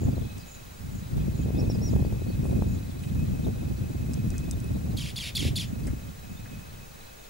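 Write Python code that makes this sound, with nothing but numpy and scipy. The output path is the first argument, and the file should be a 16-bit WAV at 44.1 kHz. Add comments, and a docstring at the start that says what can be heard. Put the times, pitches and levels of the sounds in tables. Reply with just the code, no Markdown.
"""Under a palm hung with weaver nests. Wind buffets the microphone, insects drone, small birds chirp far off.
After a few dry ticks in the fronds a weaver close by gives four harsh notes: the tone of its
syrinx swoops twice, then tears into a rasp of turbulent air. Leaves and trunks scatter the calls.
The camera adds a thin, very high whine."""
import sys
import numpy as np
from scipy import signal
from scipy.fft import rfft, irfft, next_fast_len
from scipy.io import wavfile
from scipy.ndimage import uniform_filter1d, map_coordinates

SR = 44100
rng = np.random.default_rng(int(sys.argv[2]) if len(sys.argv) > 2 else 0)


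def master(y):
    """Save y as 16-bit WAV."""
    cut = np.clip(np.atleast_2d(y).T, -1, 1)
    pcm = np.round(cut * 32767)  # scale
    wavfile.write(sys.argv[1], SR, pcm.astype(np.int16))


N = 321489
TIME_S = np.arange(N) / SR


def from_db(db):
    return 10 ** (np.asarray(db) / 20)


def unit_rms(x):
    return x / np.sqrt(np.mean(x ** 2) + 1e-20)


def curves(rows, t=TIME_S):
    """Table columns, interpolated linearly in time."""
    times_s, *columns = np.transpose(rows)
    return [np.interp(t, times_s, column) for column in columns]


def at_hz(points, hz):
    """Table lookup on a log-frequency axis."""
    points_hz, values = np.transpose(points)
    return np.interp(np.log(np.maximum(hz, 1)), np.log(points_hz), values)


def colour(x, spectrum):
    """Filter by a (frequency [Hz], gain [dB]) curve."""
    size = next_fast_len(x.shape[-1])
    hz = np.arange(size // 2 + 1) * SR / size
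    return irfft(rfft(x, size) * from_db(at_hz(spectrum, hz)), size)[..., :x.shape[-1]]


def band(x, low_hz, high_hz):
    return signal.sosfilt(signal.butter(2, [low_hz, high_hz], "band", fs=SR, output="sos"), x)


def drift(rate_hz, size=N):
    """Smooth random curve, spread about 1."""
    knots = rng.standard_normal(int(size / SR * 2 * rate_hz) + 4)
    return map_coordinates(knots, [np.arange(size) / SR * rate_hz + 1], order=2, mode="nearest")


def add(track, start_s, sound):
    start = max(round(start_s * SR), 0)
    track[start:start + len(sound)] += sound[:N - start]


# Left-right likeness of the microphone capsules: (frequency [Hz], correlation [-1..1])
CAPSULE_LIKENESS = [(60, 1), (130, 0.43), (290, -0.27), (640, -0.56), (1400, -0.46), (3100, 0.55),
                    (6800, 0.13), (11000, 0.91), (15000, 1)]

def capsule_noise(spectrum, lumpy_db):
    """Lumpy noise on two capsules: sum is mid (rms 1), difference a quarter cycle late is side."""
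    size = next_fast_len(N)
    hz = np.arange(size // 2 + 1) * SR / size
    alike = np.clip(at_hz(CAPSULE_LIKENESS, hz), -.95, .99)
    width = np.sqrt((1 - alike) / (1 + alike))
    lumps = from_db(lumpy_db * np.array([drift(45, size), drift(45, size)]))
    lumps /= np.sqrt(uniform_filter1d(np.mean(lumps ** 2, axis=0), int(.036 * SR)))
    a, b = rfft(rng.standard_normal((2, size)) * lumps) * from_db(at_hz(spectrum, hz))
    mid, side = irfft(np.array([a + b, -1j * (a - b) * width]), size)[:, :N]
    return (mid + side * [[1], [-1]]) / np.std(mid)


# Wind strength: (time [s], level [dB])
WIND_STRENGTH = [(0.0, -32), (0.08, -24.5), (0.49, -49.5), (0.77, -48), (0.81, -39.5), (1.1, -37),
                 (1.13, -31), (1.99, -27.5), (2.25, -31), (2.62, -26), (2.9, -35.5), (3.19, -30),
                 (4.93, -32), (5.32, -40.5), (5.46, -25), (5.62, -36.5), (5.89, -30), (6.23, -45),
                 (6.52, -39.5), (7.29, -59.5)]
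# Gusts: (crest time [s], length [s], rumble lift [dB], flutter lift [dB])
WIND_GUSTS = [(0.05, 0.075, 2, 4), (0.215, 0.13, 3, 6), (0.375, 0.049, 6, 12), (1.182, 0.057, 6, 0),
              (1.28, 0.037, 3.5, 6), (1.47, 0.083, 5.5, 3), (1.613, 0.16, 3, 8.5), (1.78, 0.046, 4, 6),
              (1.967, .1, 4, 7.5), (2.5, .1, 0, 7.5), (2.768, .05, 3, 3), (3.222, 0.066, 5, -1),
              (3.471, 0.036, 6.5, 14.5), (3.638, 0.034, 1, 9), (4.273, .12, 4.5, 2), (4.744, 0.063, 2, 7),
              (4.915, 0.072, 3, 9)]
# Wind spectra: (frequency [Hz], relative density [dB])
RUMBLE_SPECTRUM = [(14, -39), (25, -21), (40, -4.5), (60, 2), (105, 3), (150, -2), (210, -6), (400, -28.5),
                   (800, -57)]
FLUTTER_SPECTRUM = [(120, -11), (190, 1.5), (260, 3.5), (400, -6.5), (600, -13.5), (900, -23.5),
                    (1500, -41.5), (2500, -57)]

def wind():
    """Air churns on the microphone: bass rumble, and a flutter that grows faster as the wind rises."""
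    breeze_db, breeze_flutter_db, flutter_db_per_db = -29.5, -43.5, 1.58
    wind_db = curves(WIND_STRENGTH)[0]
    rumble_db = wind_db - .5
    flutter_db = breeze_flutter_db + flutter_db_per_db * (wind_db - breeze_db)
    for crest_s, length_s, rumble_lift_db, flutter_lift_db in WIND_GUSTS:
        swell = np.exp(-(2 * (TIME_S - crest_s) / length_s) ** 2)
        rumble_db += rumble_lift_db * swell
        flutter_db += flutter_lift_db * swell
    rumble = capsule_noise(RUMBLE_SPECTRUM, lumpy_db=5)
    rumble /= np.sqrt(uniform_filter1d(rumble.mean(0) ** 2, int(.06 * SR)) + .011)   # even out over 60 ms
    rumble *= from_db(2 * drift(22))
    flutter = capsule_noise(FLUTTER_SPECTRUM, lumpy_db=9) * from_db(2.94 * drift(140))
    return from_db(rumble_db) * rumble + from_db(flutter_db) * flutter


# Eddy hits: (centre time [s], level [dB], length [s])
EDDY_HITS = [(0.034, -21.5, 0.021), (0.181, -22, 0.019), (1.199, -21, .04), (1.283, -22, 0.028),
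             (1.461, -17, 0.029), (1.506, -18, 0.023), (1.7, -17, 0.019), (1.817, -27, 0.016),
             (1.964, -19.5, 0.017), (2.026, -19.5, 0.022), (2.05, -19, 0.018), (2.126, -21.5, 0.02),
             (2.455, -22.5, 0.014), (2.623, -18.5, 0.012), (3.467, -20, 0.023), (5.452, -20.5, 0.023),
             (5.87, -29.5, 0.02)]

def eddies():
    """Single eddies push, then pull on the microphone, harder on the left."""
    out = np.zeros(N)
    for centre_s, level_db, length_s in EDDY_HITS:
        u = np.linspace(-8, 8, int(length_s * SR))
        push_pull = -3 * u / (1 + 2 * u * u) ** 1.83 * np.hanning(len(u))
        add(out, centre_s - length_s / 2, from_db(level_db) * push_pull)
    return out * from_db([[2], [-7]])


# Open-air spectrum: (frequency [Hz], relative density [dB])
AIR_SPECTRUM = [(25, 15.5), (55, 7), (110, 2), (250, -3.5), (500, -2.5), (1000, -8), (2400, -9.5),
                (3800, -13), (5200, -13), (7000, -13.5), (9000, -15.5), (15000, -17.5)]

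def air(treble_db=-60.5):
    """Steady open-air hiss, scaled by its treble band."""
    hiss = capsule_noise(AIR_SPECTRUM, lumpy_db=2)
    return from_db(treble_db) * hiss / np.std(band(hiss.mean(0), 7670, 14670))


def chorus(hz, width_hz):
    """Many distant insects near one pitch merge into a narrow band."""
    r = np.exp(-np.pi * width_hz / SR)
    resonator = [1, -2 * r * np.cos(2 * np.pi * hz / SR), r * r]
    voices = rng.standard_normal((3, N))   # left, right, common
    for _ in range(2):
        voices = signal.lfilter([1 - r, 0, r - 1], resonator, voices)
    return unit_rms(voices[:2] + voices[2])


# Insect lulls: (start [s], end [s])
INSECT_LULLS = [(.6, 1.19), (4.9, 5.72)]

def insects(start_db=-59.5, fade_db_per_s=.6, lull_db=-9, lull_edge_s=.1):
    """Three droning bands; the main one fades slowly and sinks in each lull."""
    main_db = start_db - fade_db_per_s * TIME_S
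    for start_s, end_s in INSECT_LULLS:
        inside_s = np.minimum(TIME_S - start_s, end_s - TIME_S)
        main_db += lull_db * np.clip(inside_s / lull_edge_s + .5, 0, 1)
    main = from_db(main_db + 2.1 * drift(10)) * chorus(hz=2542, width_hz=58)
    middle = from_db(-69.5 + 2 * drift(5.4)) * chorus(hz=3894, width_hz=77)
    high = from_db(-68 + 2 * drift(6.8)) * chorus(hz=6660, width_hz=750)
    return main + middle + high


def camera_whine(hz=15625, level_db=-60.5, dip_rate_hz=50):
    """The camera's thin tone, with fast regular dips in level."""
    dips = 1 - .9 * (TIME_S * dip_rate_hz % 1 < .2)
    tone = np.sqrt(2) * np.sin(2 * np.pi * hz * TIME_S)
    return band(from_db(level_db) * dips * tone, hz - 170, hz + 170)


def foliage(x, t60_s):
    """Dense scatter from leaves and trunks, different on each side."""
    t = np.arange(SR // 2) / SR
    scatter = rng.standard_normal((2, len(t))) * from_db(-60 * t / t60_s) * (1 - np.exp(-t / .00066))
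    scatter /= np.sqrt(np.sum(scatter[0] ** 2))
    return signal.fftconvolve(x[None], scatter, axes=1)[:, :N]


def whistle(length_s, start_hz, middle_hz, end_hz, skew=.833):
    """Pure note on a pitch parabola; skew below 1 hurries the first half."""
    u = np.linspace(0, 1, int(length_s * SR))
    parabola = np.polyfit([0, .5, 1], [start_hz, middle_hz, end_hz], 2)
    hz = np.polyval(parabola, u ** skew)
    return np.sqrt(2) * np.sin(2 * np.pi * np.cumsum(hz) / SR) * np.sin(np.pi * u)


# Colony chatter: (time [s], level [dB])
COLONY_LEVEL = [(0, -63.5), (.6, -64), (.9, -71), (1.2, -63.5), (5.9, -68), (7.29, -61.5)]

def colony(slurs=600):
    """Far weavers chatter at random in short slurs that the trees smear together."""
    out = np.zeros(N)
    for when, length, height, slope, faintness in rng.random((slurs, 5)):
        hz = 3200 + 1300 * height
        slur = whistle(.004 + .008 * length, hz * (1.2 - .3 * slope), hz, hz * (.75 + .3 * slope))
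        add(out, when * TIME_S[-1], from_db(-12 * faintness) * slur)
    return from_db(curves(COLONY_LEVEL)[0]) * unit_rms(.86 * out + foliage(out, t60_s=.14))


# High trills: (time [s], pips [count], relative level [dB])
TRILL_RUNS = [(0.004, 2, -56.5), (0.477, 3, -54.5), (0.915, 3, -59.5), (1.345, 3, -59.5), (1.843, 3, -59.5),
              (2.68, 3, -60), (3.87, 3, -68), (5.643, 2, -61), (6.29, 3, -67)]

def trills(pip_spacing_s=.031):
    """A far bird repeats runs of falling pips, the first softer, blurred by the trees."""
    out = np.zeros(N)
    for start_s, pips, level_db in TRILL_RUNS:
        for k in range(round(pips)):
            pip = whistle(length_s=.0184, start_hz=7350 * rng.normal(1, .0093), middle_hz=7000, end_hz=6140)
            pip_db = level_db - 2.1 * (k == 0) + rng.normal(0, 1)
            add(out, start_s + k * pip_spacing_s, from_db(pip_db) * pip)
    return from_db(5.5) * out + from_db(5) * foliage(out, t60_s=.26)


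# Arched chirps: (time [s], length [s], top pitch [Hz], arch depth [Hz], level [dB])
CHIRP_ARCHES = [(0.105, 0.033, 4750, 300, -61), (0.383, .06, 4850, 280, -58),
                (1.562, .025, 3620, 60, -56.5), (1.577, 0.021, 5250, 650, -50),
                (1.592, .024, 5600, 1150, -44.5), (1.643, .022, 3630, 50, -59),
                (1.693, 0.03, 5600, 1150, -42.5), (1.734, 0.029, 5050, 650, -51),
                (1.808, 0.1, 5770, 1300, -44), (2.037, 0.036, 4700, 200, -60), (2.27, .06, 4520, 250, -60),
                (3.443, 0.017, 3690, 50, -52.5), (4.52, 0.027, 3650, 40, -54), (5.836, .014, 4650, 60, -57),
                (6.364, .025, 3620, 20, -55.5)]

def chirps():
    """Small birds in the trees; each chirp rises to its top and falls back."""
    out = np.zeros(N)
    for start_s, length_s, top_hz, depth_hz, level_db in CHIRP_ARCHES:
        foot_hz = top_hz - depth_hz
        add(out, start_s, from_db(level_db) * whistle(length_s, foot_hz, top_hz, foot_hz, skew=.81))
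    return out + from_db(-11.5) * foliage(out, t60_s=.31)


# Leaf rustles: (time [s], decay [s], centre [Hz], level [dB])
LEAF_RUSTLES = [(0.38, .04, 7000, -58), (2.44, 0.083, 8900, -57.5), (3.021, 0.066, 8400, -57.5),
                (3.033, 0.015, 2600, -48.5), (4.339, .015, 1710, -50), (5.872, 0.02, 1870, -48),
                (5.872, 0.011, 8100, -47), (6.457, 0.016, 1700, -50)]

def rustles():
    """Leaves brush in short, decaying bursts of noise."""
    out = np.zeros(N)
    t = np.arange(SR // 3) / SR
    for start_s, decay_s, hz, level_db in LEAF_RUSTLES:
        brush = unit_rms(band(rng.standard_normal(len(t)), hz / 1.31, hz * 1.21))
        add(out, start_s, from_db(level_db) * brush * np.exp(-t / decay_s))
    return out + from_db(-5) * foliage(out, t60_s=.03)


# Frond ticks: (time [s], relative level [dB])
FROND_TICKS = [(0.382, -48), (4.135, -39.5), (4.141, -40.5), (4.304, -42.5), (4.3811, -37), (4.5114, -35.5),
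               (4.602, -47), (4.643, -47), (5.870, -40)]
# Modes of a snap: (frequency [Hz], gain [dB], t60 [s])
SNAP_MODES = [(3900, -14, .005), (5600, 5, 0.0045), (6300, 5, 0.0017), (8100, 10, 0.0021),
              (9700, 2.5, 0.0027)]

def ticks(rebound_s=.0008):
    """Dry snaps among the fronds ring a few very short modes and rebound once."""
    out = np.zeros(N)
    t = np.arange(SR // 3) / SR
    for start_s, level_db in FROND_TICKS:
        snap = np.zeros(len(t))
        for hz, gain_db, t60_s in SNAP_MODES:
            cycles = hz * t * rng.normal(1, .033) + rng.random()
            snap += from_db(gain_db - 60 * t / t60_s) * np.sin(2 * np.pi * cycles)
        add(out, start_s, from_db(level_db) * snap)
        add(out, start_s + rebound_s, from_db(level_db - 5) * snap)
    out = band(out, 2300, 12000)
    return out + from_db(-5) * foliage(out, t60_s=.03)


def stutter(t, rate_hz=85):
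    """Uneven sawtooth for pitch dives: quick rise, slower fall."""
    cycles = np.cumsum(rate_hz * np.exp(.35 * drift(120, len(t)))) / SR + rng.random()
    return signal.sawtooth(2 * np.pi * cycles, .25)


# Syrinx harmonics: (multiple [1], gain [dB])
SYRINX_HARMONICS = [(1, 0), (2, -12.5), (3, -18.5), (4, -25)]
# Throat response: (frequency [Hz], gain [dB])
THROAT_RESPONSE = [(1200, -22), (1900, -9), (2500, -9), (3200, -4.5), (4900, 1), (6200, -3), (7200, -6),
                   (8800, -3), (10300, 0.5), (11500, 4), (12400, -6), (13700, 3), (16000, -18)]

def syrinx_tone(t, phase, pitch_hz, overtone_db):
    """Slack membranes slap shut: overtones are richest at low pitch and at the attack."""
    rich_db = overtone_db - .5 + 14 * np.maximum(np.log2(3400 / pitch_hz), 0) + 7 * np.exp(-t / .021)
    source = sum(from_db(db + rich_db * (k > 1)) * np.sin(k * phase) for k, db in SYRINX_HARMONICS)
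    # the other side of the syrinx beats against the voice, adding sidebands
    beat_hz = 850 + 200 * drift(90, len(t))
    beating = 1 + .3 * np.sin(2 * np.pi * np.cumsum(beat_hz) / SR)
    shimmer = from_db(2.2 * drift(400, len(t)))
    return np.sqrt(2) * colour(source * beating, THROAT_RESPONSE) * shimmer


# Rasp spectrum: (frequency [Hz], relative density [dB])
RASP_SPECTRUM = [(1300, -20.5), (1800, -7.5), (2300, 0), (3300, -2), (4100, -2.5), (5700, -7.5),
                 (6300, -15), (7000, -5.5), (8200, -15), (9300, -10), (11400, -9.5), (12300, -22),
                 (13800, -20), (15700, -32)]

def syrinx_hiss(phase):
    """Each opening of the membranes passes a puff of turbulent air."""
    puffs = (1 + .62 * np.sin(phase)) * from_db(2.4 * drift(699, len(phase)))
    return unit_rms(colour(rng.standard_normal(len(phase)) * puffs, RASP_SPECTRUM))


# Weaver notes: (time [s], length [s], pitch [ratio], stretch [ratio], voice [dB], rasp [dB],
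# overtones [dB])
WEAVER_NOTES = [(4.967, 0.14, .95, 0.96, -37, -40, 0.5), (5.158, 0.14, 0.98, 1.07, -33, -36, -1.5),
                (5.349, 0.14, 1.005, 1.06, -30, -35, -1), (5.555, 0.091, 1.015, 1.03, -31, -38.5, 0)]
# Gesture of every note, before scaling: (time [s], pitch [Hz], effort [dB], rasp share [0..1])
NOTE_GESTURE = [(0, 2800, -11, .1), (.004, 3800, -4, .1), (.008, 4950, -1.5, .1), (.012, 3550, -1, .1),
                (.017, 3330, 2, .1), (.0225, 3550, 2.5, .15), (.026, 2700, -1, .2), (.032, 1900, -5, .2),
                (.034, 3300, -10, .7), (.038, 4450, -8, .3), (.042, 3380, 1, .15), (.050, 3270, 2.5, .1),
                (.057, 2950, 0, .15), (.066, 2250, -2.5, .25), (.072, 3000, -6, 1)]

def weaver(pitch_wander=.007):
    """The syrinx swoops twice, then stutters in quick dives as the tone tears into a rasp."""
    out = np.zeros(N)
    t = np.arange(SR // 5) / SR
    for start_s, length_s, pitch_ratio, stretch, voice_db, rasp_db, overtone_db in WEAVER_NOTES:
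        pitch_hz, effort_db, rasp = curves(NOTE_GESTURE, t / stretch)
        dives = .25 * rasp ** 2 * stutter(t)
        jitter = (.014 + .06 * rasp ** 2) * drift(700, len(t))
        wander = pitch_wander * drift(59.5, len(t))
        phase = 2 * np.pi * np.cumsum(pitch_hz * pitch_ratio * np.exp(dives + jitter + wander)) / SR
        tone = syrinx_tone(t, phase, pitch_hz, overtone_db)
        hiss = syrinx_hiss(phase)
        breath = from_db(overtone_db - 8.5) * band(hiss, 3300, 16000)
        voiced = from_db(voice_db + effort_db) * (1 - rasp) * (tone + breath)
        torn = from_db(rasp_db) * rasp * (from_db(-1.5) * tone + from_db(-5) * hiss)
        attack = np.clip(t / .0012, 0, 1)
        release = np.exp(-np.maximum(t - length_s + .0059, 0) / .013)
        add(out, start_s, (voiced + torn) * attack * release)
    frond_echoes = sum(from_db(gain_db) * np.interp(TIME_S - delay_s, TIME_S, out)
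                       for delay_s, gain_db in [(.0041, -13), (.0093, -11)])
    return out + frond_echoes + from_db(-11.5) * foliage(band(out, 1500, 6800), t60_s=.24)


def scene():
    bed = wind() + eddies() + air() + insects() + camera_whine()
    return bed + colony() + trills() + chirps() + rustles() + ticks() + weaver()


def record(dry):
    """Steep low-pass just above the whine."""
    cutoff_hz = 15750
    return signal.sosfilt(signal.ellip(12, .1, 80, cutoff_hz, fs=SR, output="sos"), dry)


dry = scene()
out = record(dry)
master(out)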